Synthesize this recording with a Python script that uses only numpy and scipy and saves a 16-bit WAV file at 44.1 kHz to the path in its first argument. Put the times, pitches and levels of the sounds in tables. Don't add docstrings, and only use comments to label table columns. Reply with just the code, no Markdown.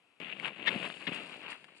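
import sys
import numpy as np
from scipy import signal
from scipy.fft import rfft, irfft, next_fast_len
from scipy.io import wavfile
from scipy.ndimage import uniform_filter1d

SR = 44100
rng = np.random.default_rng(int(sys.argv[2]) if len(sys.argv) > 2 else 0)


def master(y):
    cut = np.clip(np.atleast_2d(y).T, -1, 1)
    pcm = np.round(cut * 32767)
    wavfile.write(sys.argv[1], SR, pcm.astype(np.int16))


N = 79380

# (time [s], level [dB])
CRUNCH_LEVEL = [(.2, -46.5), (.31, -43.5), (.35, -51), (.385, -48.5), (.432, -46), (.45, -41),
                (.478, -37.5), (.50, -49.5), (.555, -51.5), (.59, -46.5), (.653, -45), (.66, -34),
                (.70, -38), (.74, -38.5), (.79, -42), (.858, -37), (.885, -47), (.945, -50), (.99, -51.5),
                (1.02, -46.5), (1.064, -49.5), (1.08, -36), (1.112, -47), (1.124, -40), (1.165, -41),
                (1.275, -51), (1.335, -46), (1.38, -54), (1.42, -49.5), (1.49, -46), (1.522, -43.5),
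                (1.56, -55.5), (1.67, -64.5), (1.70, -61), (1.8, -62)]
PACKING_LEVEL = [(.2, -47.5), (.25, -56.5), (.37, -56), (.44, -52), (.49, -48), (.555, -63), (.595, -51),
                 (.645, -52.5), (.69, -46), (.76, -41), (.80, -47), (.865, -46), (.94, -58.5),
                 (1.06, -55.5), (1.088, -52), (1.15, -50), (1.22, -50.5), (1.275, -56.5), (1.34, -56),
                 (1.52, -57.5), (1.58, -66.5), (1.8, -70)]
SPRAY_LEVEL = [(0.21, -72), (0.372, -74), (0.474, -60), (0.508, -76), (0.654, -72), (0.666, -58.5),
               (0.688, -63), (0.87, -59), (0.9, -62.5), (1.12, -65), (1.15, -53), (1.178, -63.5),
               (1.33, -64), (1.48, -72), (1.508, -54), (1.56, -70), (1.74, -80.5), (1.78, -63), (1.79, -72)]
# (time [s], left minus right [dB], right lag [samples])
DIRECTION = [(.2, 5, 2.3), (.65, 4, 1.5), (.95, 1.5, 1.35), (1.25, -2, -0.74), (1.8, -3.5, -4)]
# (start [s], length [s], level [dB])
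COLLAPSES = [(0.421, 0.078, -42), (0.693, 0.031, -44), (0.82, 0.062, -42.5), (1.007, .028, -51.5),
             (1.069, 0.03, -45), (1.13, 0.21, -57.5), (1.303, 0.073, -56), (1.42, 0.15, -49.5),
             (1.679, 0.019, -59)]
# (start [s], rise [s], hold [s], level [dB], cracking relative to ring [dB])
STICK_RASPS = [(0.667, 0.0088, 0.0084, -24.5, -4), (0.6876, 0.0019, 0.002, -27, -2),
               (1.067, 0.0027, 0.0092, -34.5, 6)]
# (frequency [Hz], level [dB], time to fall 60 dB [s])
STICK_MODES = [(1664, -1.5, 0.17), (1866, -7, 0.083), (2188, 3, 0.054), (2670, -8.5, 0.042),
               (3300, -10, 0.056), (3520, -6, 0.098), (4649, -26, 0.091)]
# (time [s], level [dB], crumbling decay [s], pitch of the piece [Hz])
CRUST_SNAPS = [(.2153, -42.5, 0.0016, 2490), (.2455, -42, 0.0023, 2750), (.300, -41.5, 0.0019, 2380),
               (.326, -37.5, 0.0023, 2550), (.3985, -37.5, 0.00082, 2200), (.4468, -34, 0.002, 2700),
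               (.4555, -32, 0.0015, 1620), (.4817, -37.5, 0.00056, 1840), (.6272, -39, 0.00043, 2760),
               (.716, -37, .0014, 2600), (.9015, -39, 0.0008, 1250), (.913, -48.5, 0.00075, 1230),
               (.926, -49, .0015, 3140), (.9405, -47.5, 0.0011, 3540), (.956, -64, .001, 3220),
               (.971, -52.5, .002, 2580), (1.122, -39.5, .0035, 2550), (1.137, -45, .0016, 2280),
               (1.528, -45, 0.00095, 1800), (1.6433, -50, 0.0033, 1770)]
# (time [s], level [dB], decay [s])
BRIGHT_TICKS = [(.2015, -53.5, 0.00054), (.3985, -51.5, 0.0011), (.970, -56, 0.00073), (1.431, -58, 0.003),
                (1.6433, -57, 0.0056)]
# (time [s], level [dB])
WHEEL_DROPS = [(0.76, -31.5), (1.074, -38.5), (1.0845, -37.5), (1.0916, -35), (1.119, -37.5)]
# (frequency [Hz], relative level [dB])
CRUNCH_SPECTRUM = [(30, -46), (150, -33.5), (400, -18), (650, -19), (1000, -12.5), (1450, -11), (2000, -8),
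                   (2750, 0), (3100, -8.5), (3700, -15), (4400, -25), (5500, -45), (8000, -43),
                   (13000, -101)]
PACKING_SPECTRUM = [(25, -78), (60, -30), (100, -13), (170, 2.5), (300, 0), (450, -2), (650, -3),
                    (1100, -12.5), (2500, -66.5), (12000, -64.5)]
SPRAY_SPECTRUM = [(300, -53), (2500, -27.5), (3700, 3.5), (4600, 3.5), (6000, -12), (7400, 0), (8000, -5),
                  (8900, 2), (10000, -7), (11300, -20), (12500, -64)]
COLLAPSE_SPECTRUM = [(60, -21), (300, -25.5), (600, -2.5), (1000, 4), (1400, 3), (2000, -0.5), (3000, -1),
                     (6000, -43), (12000, -85)]
SLIP_SPECTRUM = [(40, -72), (300, -23), (1250, -27), (1750, 9.5), (2300, -6.5), (3700, 2), (4400, -18),
                 (6000, -35), (12500, -55)]
SNAP_SPECTRUM = [(60, -25), (250, 10), (1400, -4.5), (2700, 10), (3700, 6.5), (4600, -22), (6000, -36),
                 (12500, -42)]
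TICK_SPECTRUM = [(300, -17), (1500, 17), (3200, 12.5), (4700, 7.5), (6000, -4.5), (9000, -1), (12500, -19)]
THUD_SPECTRUM = [(25, -35), (70, -23.5), (130, -2), (220, 7.5), (340, -3), (600, -8), (1200, -25),
                 (3000, -44), (12000, -93)]
FOREST_SPECTRUM = [(25, -38), (60, -17.5), (140, -2), (350, -1), (600, -1), (1400, -3), (1800, -6.5),
                   (2650, 4), (3300, -4.5), (4600, -19), (6000, -24), (7500, -20.5), (9000, -20.5),
                   (11500, -25.5), (13000, -58)]
# (frequency [Hz], left minus right [dB])
PORT_BALANCE = [(60, 4), (250, 7.5), (600, 8), (1200, 11), (2000, 16), (2700, 25), (3300, 11.5),
                (4000, 0.5), (4700, -7.5), (6000, 7.5), (9000, 5), (12000, 0)]

TIME = np.arange(N) / SR


def tyres(onset_s=.201, knob_hz=70, knob_db=1.93):
    speed = 1 + 0.2884 * unit_rms(uniform_filter1d(rng.standard_normal(N), size=900))
    tread = undb(knob_db * np.sin(2 * np.pi * np.cumsum(knob_hz * speed) / SR))
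    crunch = grains(per_s=5500, spread_db=2.5) * tread
    crunch = shaped(crunch, CRUNCH_SPECTRUM) * undb(curve(CRUNCH_LEVEL))
    packing = grains(per_s=1400, spread_db=4, scatter=0.44) * tread
    packing = shaped(packing, PACKING_SPECTRUM) * undb(curve(PACKING_LEVEL))
    spray = shaped(grains(per_s=2500, spread_db=3), SPRAY_SPECTRUM) * undb(curve(SPRAY_LEVEL))
    return (TIME > onset_s) * (pan(crunch, curve(DIRECTION)) + packing + spray)


def grains(per_s, spread_db, scatter=0.96):
    count = int(per_s * N / SR)
    when, rarity = rng.random((16000, 3))[:count, :2].T
    polarity, lag_jitter, imbalance = rng.standard_normal((16000, 3))[:count].T
    at = (when * (N - 1)).astype(int)
    size = np.sign(polarity) * undb(-spread_db * np.log(0.011 + rarity))
    lag = np.round(curve(DIRECTION, column=2)[at] + 1.1 * lag_jitter).astype(int)
    left = np.bincount(at, size, N)
    right = np.bincount(np.clip(at + lag, 0, N - 1), size * (1 + scatter * imbalance), N)
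    return np.array([left, right]) / running_rms(left, samples=1100)


def collapses():
    swell = sum(undb(db) * np.sqrt(np.sin(np.pi * np.clip((TIME - start) / length, 0, 1)))
                for start, length, db in COLLAPSES)
    return shaped(grains(per_s=3200, spread_db=4), COLLAPSE_SPECTRUM) * swell


def rasps(slip_hz=618.7, spread_db=1.5, damping_s=0.0021):
    age = TIME[:SR // 8]
    modes = sum(undb(db - 60 * age / t60) * np.sin(2 * np.pi * hz * age) for hz, db, t60 in STICK_MODES)
    modes = signal.sosfilt(signal.butter(2, [600, 5000], "band", fs=SR, output="sos"), modes)
    out = np.zeros(N)
    for start, rise, hold, db, crack_db in STICK_RASPS:
        gap, strength = rng.random((80, 2)).T
        slip_times = start + (np.cumsum(0.5 + gap) - 2) / slip_hz
        slips = np.bincount((slip_times * SR).astype(int), undb(-spread_db * np.log(1 - strength)), N)
        ring = fixed_energy(signal.fftconvolve(slips, modes)[:N])
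        rasp = ring + undb(crack_db) * fixed_energy(colour(slips, SLIP_SPECTRUM))
        rasp /= running_rms(rasp, samples=140)
        grip = np.clip((TIME - start) / rise, 0, 1)
        damping = np.exp(-np.maximum(TIME - start - rise - hold, 0) / damping_s)
        out += undb(db) * rasp * grip * damping
    return out


def clicks(events, spectrum):
    out = np.zeros(N)
    age = TIME[:1024]
    body = colour(signal.unit_impulse(N), spectrum)[:len(age)]
    for start, db, decay, *pitch in events:
        tail = rng.standard_normal(len(age)) * np.exp(-age / decay)
        excitation = signal.unit_impulse(len(age)) + tail / np.linalg.norm(tail)
        response = signal.lfilter(*signal.iirpeak(pitch[0], Q=5, fs=SR), body) if pitch else body
        click = fixed_energy(signal.fftconvolve(excitation, response))
        at = int(start * SR)
        out[at:at + len(click)] += undb(db) * click[:N - at]
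    return out


def thuds():
    pushes = np.zeros(N)
    for start, db in WHEEL_DROPS:
        pushes[int(start * SR)] += undb(db)
    response = fixed_energy(colour(signal.unit_impulse(N), THUD_SPECTRUM))
    return signal.fftconvolve(pushes, response)[:N]


def trees(sound, level_db=-24, t60_s=0.12):
    age = TIME[:N // 4]
    tail = rng.standard_normal((2, len(age))) * undb(-60 * age / t60_s)
    tail /= np.linalg.norm(tail, axis=1, keepdims=True)
    return undb(level_db) * signal.fftconvolve(sound, tail, axes=1)[:, :N]


def forest():
    noise = rng.standard_normal(N) + 0.81 * rng.standard_normal((2, N))
    return pan(shaped(noise, FOREST_SPECTRUM) * undb(-71.5), -5.5)


def undb(db):
    return 10 ** (np.asarray(db) / 20)


def curve(rows, column=1):
    rows = np.array(rows)
    return np.interp(TIME, rows[:, 0], rows[:, column])


def colour(x, spectrum):
    size = next_fast_len(2 * N)
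    size += size % 2
    hz, db = np.array(spectrum).T
    bin_hz = np.maximum(np.arange(size // 2 + 1) * SR / size, 1)
    gain = undb(np.interp(np.log(bin_hz), np.log(hz), db))
    cepstrum = irfft(np.log(gain))
    cepstrum[1:size // 2] *= 2
    cepstrum[size // 2 + 1:] = 0
    return irfft(rfft(x, size) * np.exp(rfft(cepstrum)))[..., :N]


def shaped(x, spectrum):
    return unit_rms(colour(x, spectrum))


def unit_rms(x):
    return x / np.sqrt(np.mean(x ** 2))


def running_rms(x, samples):
    return np.sqrt(np.abs(uniform_filter1d(x ** 2, size=samples)) + 1e-6)


def fixed_energy(x):
    return x / np.sqrt(np.sum(x ** 2) / (.005 * SR) + 1e-18)


def pan(x, db):
    return np.array([x[0], x[1] * undb(-db)])


def scene():
    transients = clicks(CRUST_SNAPS, SNAP_SPECTRUM) + clicks(BRIGHT_TICKS, TICK_SPECTRUM) + rasps()
    bike = tyres() + collapses() + pan([transients, transients], curve(DIRECTION)) + thuds()
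    return bike + trees(bike) + forest()


def record(dry, cutoff_hz=11900):
    hz, balance_db = np.array(PORT_BALANCE).T
    right_db = 20 * np.log10(2 / (1 + undb(balance_db)))
    left = colour(dry[0], np.c_[hz, right_db + balance_db])
    right = colour(dry[1], np.c_[hz, right_db])
    lowpass = signal.ellip(8, .2, 70, cutoff_hz, fs=SR, output="sos")
    return signal.sosfilt(lowpass, [left, right])


dry = scene()
out = record(dry)
master(out)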